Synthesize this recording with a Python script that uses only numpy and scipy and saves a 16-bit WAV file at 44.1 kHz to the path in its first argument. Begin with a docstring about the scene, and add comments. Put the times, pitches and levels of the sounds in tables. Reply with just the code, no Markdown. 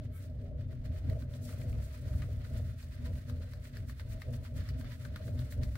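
"""From the start a low roar, like a flame drawing in a stove pipe, swells and sinks: noise in fixed resonances.
Early on a small metal bowl is tipped: scraping noise rings its modes, and fine flour sprays out brightly.
Flour is shaken through a round sieve, about eight turns a second: at each turn grainy noise slides and hisses
through the mesh over a steady trickle, and the basin below is rubbed into ringing.
Often the frame knocks on the basin rim: short noise bursts excite resonances of the sieve frame."""
import sys
import numpy as np
from scipy import signal
from scipy.fft import rfft, irfft, next_fast_len
from scipy.io import wavfile
from scipy.ndimage import uniform_filter1d

SR = 44100
rng = np.random.default_rng(int(sys.argv[2]) if len(sys.argv) > 2 else 0)


def digitize_waveform(pressure):
    """Quantize a signal to 16-bit integers and store it at the path in sys.argv[1].

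    Rows of a 2-D input are taken as channels; values are limited to [-1, 1].
    """
    field = np.atleast_2d(pressure).T
    bounded = np.clip(field, -1, 1)
    quanta = np.round(bounded * 32767).astype(np.int16)
    wavfile.write(sys.argv[1], SR, quanta)


N = 254456

# lean of the stereo pair over frequency: frequency_hz, left_minus_right_db
BALANCE_DB = [(60, -0.5), (120, 2), (240, 0.5), (480, 0.5), (950, 5), (1890, -6.5), (3770, -1), (7520, 4.5),
              (15000, -1)]
LAG = 4   # samples by which shared sound reaches the left side later


def from_db(db):
    """Decibels are logarithmic: 20 dB is a factor of ten in amplitude."""
    return 10 ** (np.asarray(db) / 20)


def rms_one(x):
    """Normalisation: division by the root mean square gives unit power."""
    return x / np.sqrt(np.mean(x ** 2) + 1e-20)


def in_time(rows):
    """Linear interpolation makes each table column a curve over time; its end values hold outside."""
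    s, *columns = np.transpose(rows)
    return [np.interp(np.arange(N) / SR, s, c) for c in columns]


def at_hz(points, hz):
    """Interpolation of a spectrum along a logarithmic frequency axis."""
    points_hz, points_db = np.array(points).T
    return np.interp(np.log(hz), np.log(points_hz), points_db)


def lean(balance_db):
    """A level difference between the sides is split evenly: half up on the left, half down on the right."""
    return balance_db / 2 * np.array([[1], [-1]])


def drift(corner_hz):
    """Slow random modulation of unit spread: white noise through two equal low-pass poles."""
    step = 40   # samples between the slow values
    pole = np.exp(-2 * np.pi * corner_hz * step / SR)
    white = rng.standard_normal(N // step + 2002)
    slow = signal.lfilter([1], [1, -2 * pole, pole * pole], white)[2000:]   # without the run-in
    return np.interp(np.arange(N) / step, np.arange(len(slow)), rms_one(slow))


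def resonate(x, hz, width_hz):
    """A damped resonator: the wider its band, the faster it decays; gain 1 at the peak."""
    r = np.exp(-np.pi * width_hz / SR)
    feed = np.array([1, 0, -1]) * (1 - r * r) / 2
    return signal.lfilter(feed, [1, -2 * r * np.cos(2 * np.pi * hz / SR), r * r], x)


def pair(alike, lag=0):
    """Partial coherence: two white noises share a part of their power, which may lag on the left."""
    mid, left, right = rng.standard_normal((3, N))
    alike = np.clip(alike, 0, 1)
    shared = np.array([np.roll(mid, lag), mid])
    return np.sqrt(alike) * shared + np.sqrt(1 - alike) * np.array([left, right])


def coloured(x, spectrum):
    """Linear filtering multiplies the sound's spectrum by a gain curve and the stereo lean; rms 1."""
    size = next_fast_len(N)
    hz = np.maximum(np.arange(size // 2 + 1) * SR / size, 1)
    gain = from_db(at_hz(spectrum, hz) + lean(at_hz(BALANCE_DB, hz)))
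    return rms_one(irfft(rfft(x, size) * gain, size)[:, :N])


def evened(x, share):
    """Partial compression: some of the chance swelling is taken out, so that the draught sets the swells."""
    power = uniform_filter1d(np.mean(x ** 2, axis=0), int(.06 * SR))
    return rms_one(x / (power + 1e-20) ** (np.clip(share, 0, 1) / 2))


def roar():
    """Turbulence excites each resonance; a group swells together, each member wavers a little alone."""
    # resonances of the roar: frequency_hz, width_hz, gain_db, left_right_likeness (0 to 1)
    roar_modes = [(30.3, 22, -12, 0.96), (61.5, 16.3, -2.5, 1), (85.45, 10.85, -0.5, 1),
                  (101.9, 7.55, -3, 0.97), (122.9, 14.6, -3, 0.93), (182, 11.3, -27.5, 0.58),
                  (208, 16, -24, 1), (243.7, 8.1, -14, 0.84), (271.9, 15.2, -25, 1), (361.3, 4.9, -27, 0),
                  (403.3, 14, -27.5, 0.58), (495, 17, -27, 1), (580.8, 23.6, -25.5, 0.55),
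                  (618.2, 29.5, -26, 0.61), (643.6, 5.3, -24, 0.84), (739.4, 15.7, -39.5, 0.5),
                  (441, 26, -32.5, 0.4), (148.6, 22, -25.5, 0)]
    # draught in the pipe: time_s, rumble_level_db, upper_roar_level_db (before offsets and flutter)
    draught = [(0.0, -40.5, -49), (0.16, -41.5, -59), (0.42, -38, -50.5), (0.8, -40.5, -55),
               (0.93, -34.5, -48.5), (1.01, -37.5, -57), (1.1, -32.5, -42), (1.27, -40, -55),
               (1.66, -37.5, -48.5), (1.73, -30.5, -48.5), (1.95, -44, -56.5), (2.15, -33.5, -48.5),
               (2.34, -33.5, -51.5), (2.47, -43.5, -56), (2.56, -30, -47.5), (2.68, -38, -56),
               (2.83, -44.5, -61), (3.12, -33.5, -48.5), (3.23, -44.5, -56), (3.31, -35.5, -48.5),
               (3.5, -42.5, -57.5), (3.67, -45, -58), (3.87, -39, -54), (3.96, -43.5, -61),
               (4.17, -38.5, -52), (4.23, -49.5, -58.5), (4.29, -33.5, -47.5), (4.48, -43.5, -55.5),
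               (4.6, -31, -50.5), (4.66, -43, -55), (4.71, -34.5, -49), (5.0, -44.5, -58.5),
               (5.14, -37, -50), (5.18, -45.5, -52.5), (5.31, -31, -47), (5.53, -42, -55.5),
               (5.61, -30.5, -43.5), (5.77, -40.5, -57.5)]
    # chance flutter of rumble, hum and breathy part: spread_db, corner_hz
    flutter = [(1.5, 9.6), (2.2, 9.3), (2.3, 18.6)]
    hum_db, breath_db = -2, -6.5   # offsets from the upper roar level
    groups = np.zeros((3, 2, N))   # rumble, hum, breathy part
    air = rng.standard_normal((3, 3, N + 8000))   # with run-in; neighbours get unrelated noise
    for k, (hz, width_hz, db, alike) in enumerate(roar_modes):
        alike = np.clip(alike, 0, 1)   # share of power common to both sides
        both = np.sqrt(alike) * air[k % 3, 0] + np.sqrt(1 - alike) * air[k % 3, 1:]
        each_hz = width_hz / np.sqrt(np.sqrt(2) - 1)   # two passes narrow it back, with steep flanks
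        rung = resonate(resonate(both, hz, each_hz), hz, each_hz)[:, -N:]
        mode_db = db + lean(at_hz(BALANCE_DB, hz)) + 1.5 * drift(5.0)
        group = np.searchsorted([150, 320], hz)   # group borders in Hz
        groups[group] += rung * from_db(mode_db)
    rumble_db, upper_db = in_time(draught)
    levels = rumble_db, upper_db + hum_db, upper_db + breath_db
    return sum(from_db(db + flutter_db * drift(corner_hz)) * evened(group, share=0.45)
               for db, group, (flutter_db, corner_hz) in zip(levels, groups, flutter))


def bowl():
    """Forced vibration: a short rub with noise keeps the modes of the tipped bowl singing."""
    # small metal bowl: frequency_hz, width_hz, relative_level_db
    bowl_modes = [(1140, 9.1, -6), (1315, 24, 7), (1580, 33, 7), (1740, 63, -5), (2180, 70, 5),
                  (3080, 130, -1)]
    # its scrape: time_s, level_db
    tipping = [(.1, -100), (.13, -73), (.165, -62.5), (.2, -72), (.26, -87)]
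    rub = pair(0.29)
    ringing = sum(from_db(db) * rms_one(resonate(rub, hz, width_hz)) for hz, width_hz, db in bowl_modes)
    return from_db(in_time(tipping)[0]) * rms_one(ringing)


def pour():
    """Many tiny impacts sum to noise: flour sprayed from the bowl is a thin, very bright swish."""
    top_s, spread_s = .168, 0.026   # the swell is a Gaussian bell
    swell = np.exp(-((np.arange(N) / SR - top_s) / spread_s) ** 2 / 2)
    high_pass = signal.butter(3, 8600, "high", fs=SR, output="sos")   # Hz
    fine = signal.sosfilt(high_pass, pair(0.15, lag=LAG))
    return from_db(-58) * swell * fine   # level before the high-pass


def rubbed_basin():
    """Friction drive: shifting contacts feed each basin mode with a strength that wanders within bounds."""
    # metal basin under the sieve: frequency_hz, width_hz, middle_level_db
    basin_modes = [(988.7, 10, 0), (1280, 18, -3.5), (1440, 110, 3.5), (1554, 21, 0), (1790, 150, 0.5),
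                   (2067, 130, -2.5), (2455, 33, -3.5), (2964, 38, -2), (3530, 48, 0), (4110, 61, -1.5),
                   (4340, 30, -6)]
    rub = pair(0.11, lag=LAG)
    return rms_one(sum(from_db(db + 6.4 * np.tanh(drift(3.5))) * rms_one(resonate(rub, hz, width_hz))
                       for hz, width_hz, db in basin_modes))


def grains(per_s, spread_db):
    """Shot noise: random grains of uneven size, smoothed, modulate noise above a steady bed."""
    marks = rng.random(N) < per_s / SR
    sizes = from_db(spread_db * np.minimum(rng.exponential(1, N), 4))
    lumps = signal.lfilter([.05], [1, -.95], marks * sizes)
    return pair(0.22, lag=LAG) * (5.6 + rms_one(lumps))


def flour():
    """Incoherent sources add in power: each turn's slide swells and fades over the trickle."""
    # trickling between the turns: time_s, rasp_level_db, hiss_level_db (before mix and flicker)
    trickle = [(0.1, -70, -88), (0.19, -69, -77), (0.35, -77, -81), (0.52, -81, -93), (0.94, -66, -76),
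               (1.3, -69, -82), (1.54, -64, -72), (2.17, -63.5, -64.5), (2.3, -68.5, -71),
               (2.81, -65, -73.5), (3.04, -63, -68.5), (3.79, -69, -75.5), (4.11, -62, -71),
               (4.5, -69, -71.5), (4.65, -57.5, -66.5), (4.77, -63.5, -81), (4.93, -63, -63.5),
               (5.06, -67.5, -76), (5.23, -59, -66), (5.34, -69, -77), (5.77, -61.5, -63.5)]
    # sliding over the mesh at each turn: top_s, rasp_level_db, hiss_level_db (likewise), length_scale_ms
    turns = [(0.046, -64.5, -74, 23), (0.236, -63, -64, 32), (0.427, -68, -79, 72), (0.612, -64.5, -77, 31),
             (0.722, -64, -73, 28), (0.861, -60, -64.5, 14), (0.973, -59, -65.5, 31),
             (1.11, -61.5, -66, 34), (1.209, -61.5, -67, 33), (1.355, -63.5, -63.5, 41),
             (1.46, -67, -57, 35), (1.504, -54.5, -53, 26), (1.6, -59.5, -60.5, 43), (1.7, -64, -62, 18),
             (1.836, -60, -60, 30), (1.955, -63, -63, 37), (2.087, -58, -63, 27), (2.22, -60, -69, 53),
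             (2.318, -63.5, -66, 42), (2.464, -62, -66.5, 46), (2.567, -57.5, -61, 39),
             (2.684, -62, -65, 40), (2.813, -59.5, -63, 31), (2.937, -60, -65, 21), (3.062, -52, -59, 17),
             (3.165, -64, -66, 43), (3.296, -56.5, -60, 13), (3.433, -65, -65.5, 31),
             (3.52, -66, -67.5, 39), (3.657, -59, -62, 33), (3.769, -58.5, -65, 38),
             (3.899, -55.5, -57, 18.4), (3.996, -57.5, -64, 19), (4.117, -64, -59, 25),
             (4.217, -59, -65, 17), (4.347, -59.5, -59.5, 18), (4.454, -58, -61.5, 26),
             (4.576, -57.5, -60.5, 19), (4.611, -54.5, -79, 26), (4.691, -54.5, -60, 15),
             (4.802, -62, -61.5, 24), (4.867, -54.5, -85, 24), (4.917, -55.5, -67, 24),
             (5.035, -57, -61.5, 31), (5.165, -58.5, -65, 27), (5.275, -56, -58, 19), (5.408, -59, -63, 73),
             (5.523, -58.5, -57.5, 20), (5.634, -53.5, -61, 17), (5.76, -76, -62, 9.9)]
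    # spectrum of the rasp: frequency_hz, density_db (per Hz)
    rasp_spectrum = [(800, -44), (1000, -10.5), (1270, -2), (1700, -0.5), (1950, 0), (2300, -4.5),
                     (3000, -6), (4500, -8), (5800, -14), (8000, -26)]
    # spectrum of the hiss: frequency_hz, density_db (per Hz)
    hiss_spectrum = [(2500, -10.5), (4400, -0.5), (5800, -2.5), (9000, -2), (11100, -5.5), (14600, -3),
                     (15800, -0.5)]
    t = np.arange(N) / SR
    rasp_power, hiss_power = from_db(in_time(trickle)) ** 2
    for s, rasp_db, hiss_db, length_ms in turns:
        near = slice(max(0, int((s - .2) * SR)), int((s + .2) * SR))
        late = (t[near] - s) * 1000 / max(length_ms, 5)   # in lengths from the top
        swell = np.exp(-np.where(late < 0, 1.16 * late, 1.05 * late) ** 2)   # rises faster than it falls
        rasp_power[near] += swell * from_db(rasp_db) ** 2
        hiss_power[near] += swell * from_db(hiss_db) ** 2
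    rasp_level = np.sqrt(rasp_power) * from_db(2.1 * drift(33))
    rasp = rasp_level * (0.65 * coloured(grains(1500, 0.73), rasp_spectrum) + 0.33 * rubbed_basin())
    hiss_level = np.sqrt(hiss_power) * from_db(2.1 * drift(38))
    return rasp + hiss_level * coloured(grains(2900, 2.9), hiss_spectrum)


def knocks():
    """Impact excitation: the frame skids into the rim, strikes and rattles out, ringing its resonances."""
    # knocks: time_s (1.5 ms ahead of the strike), body_peak_db, ring_hz, upper_ring_db (re body peak)
    knock_table = [(0.298, -65.5, 1000, 9), (0.388, -62, 1000, -8), (0.608, -64, 1480, 5),
                   (0.7276, -56, 1440, -10), (0.856, -54, 1520, 0), (1.0972, -43, 1960, -2.5),
                   (1.1292, -49, 1540, -21), (1.2207, -46.5, 1460, -20), (1.3366, -56.5, 1680, 10.5),
                   (1.4895, -45, 1250, -13), (1.5262, -46, 1380, -13), (1.6147, -45, 1890, -15),
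                   (1.7268, -45, 2350, -23), (2.0803, -51, 1260, -6), (2.1366, -52, 1030, -15),
                   (2.2195, -40, 1930, -22), (2.2355, -50, 1280, -18), (2.5717, -54, 1280, -5),
                   (2.827, -50, 1240, 4), (3.0597, -48, 1280, -3), (3.2962, -41.5, 1250, -5),
                   (3.4192, -51.5, 1380, -7), (3.5342, -42.5, 1700, -5), (3.6524, -45.5, 1880, -15),
                   (3.7687, -39.5, 1720, -4.5), (3.895, -41, 1820, -8), (3.9956, -39.5, 1800, -9),
                   (4.12, -46, 2030, -14), (4.2178, -35, 1950, -19), (4.339, -51, 1280, -1),
                   (4.4488, -43, 1250, -14), (4.574, -60, 1740, -3), (4.6055, -52, 1610, 1),
                   (4.6879, -41, 1970, -1), (4.81, -43, 1680, -13), (4.844, -47, 1550, -12),
                   (4.917, -47, 1860, -7), (5.0501, -39, 1520, -22), (5.1591, -36, 1410, -8.5),
                   (5.2787, -47, 1490, -23), (5.3907, -46.5, 1530, 4), (5.5228, -39, 1950, -9),
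                   (5.6323, -40.5, 1850, 2), (5.754, -38.5, 1560, -11)]
    # sieve frame: frequency_hz, width_hz, gain_db
    frame_modes = [(1250, 73, -1.5), (1950, 120, -44), (3160, 330, -16), (3970, 820, -26.5)]
    contact_s = .0026   # decay time of the strike
    lead, size = 660, 4410   # samples
    out = np.zeros((2, N + size))
    t = (np.arange(size) - lead) / SR - .0015   # s from the strike
    rattle = from_db(-10.5) * np.exp(-np.abs(t) / 0.025)   # short bounces after the strike
    burst = np.where(t < 0, np.exp(t / (0.57 * contact_s)), np.exp(-t / contact_s) + rattle)
    strike = 8.4 * (np.arange(size) == np.searchsorted(t, 0))   # the hard moment of contact
    crack_filter = signal.butter(2, 6000, "high", fs=SR, output="sos")
    noise = rng.standard_normal((len(knock_table), 3, size))
    chance = rng.uniform(-1, 1, (len(knock_table), 3))
    for (s, db, low_hz, high_db), (mid, *own), (place, snap, side) in zip(knock_table, noise, chance):
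        high_hz = 3300 + (4700 - 3300) * (place + 1) / 2   # anywhere in this range
        crack_db = -15.5 + 0.32 * high_db + 3 * snap   # gain; partly follows the upper ring
        pan_db = 3 + 2.5 * side   # left minus right
        hit = burst * (0.63 * mid + 1.1 * np.array(own)) + [np.roll(strike, LAG), strike]
        body = sum(from_db(gain_db) * resonate(hit, hz, width_hz) for hz, width_hz, gain_db in frame_modes)
        body = body + from_db(4.0) * resonate(hit, low_hz, 450)
        high = resonate(hit, high_hz, 920)
        knock = body / np.abs(body).max() + from_db(high_db) * high / np.abs(high).max()
        knock = knock + from_db(crack_db) * signal.sosfilt(crack_filter, hit)   # bright crack on top
        at = round(s * SR) - lead
        out[:, at:at + size] += knock * from_db(db + lean(pan_db))
    return out[:, :N]


def scene():
    """Superposition: the sound pressures of all sources add."""
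    return roar() + flour() + knocks() + bowl() + pour()


def record(dry):
    """Band limiting: a steep elliptic low-pass removes the top of the spectrum."""
    low_pass = signal.ellip(12, .5, 60, 15790, fs=SR, output="sos")   # order, ripple dB, stop dB, edge Hz
    return signal.sosfilt(low_pass, dry)


dry = scene()
out = record(dry)
digitize_waveform(out)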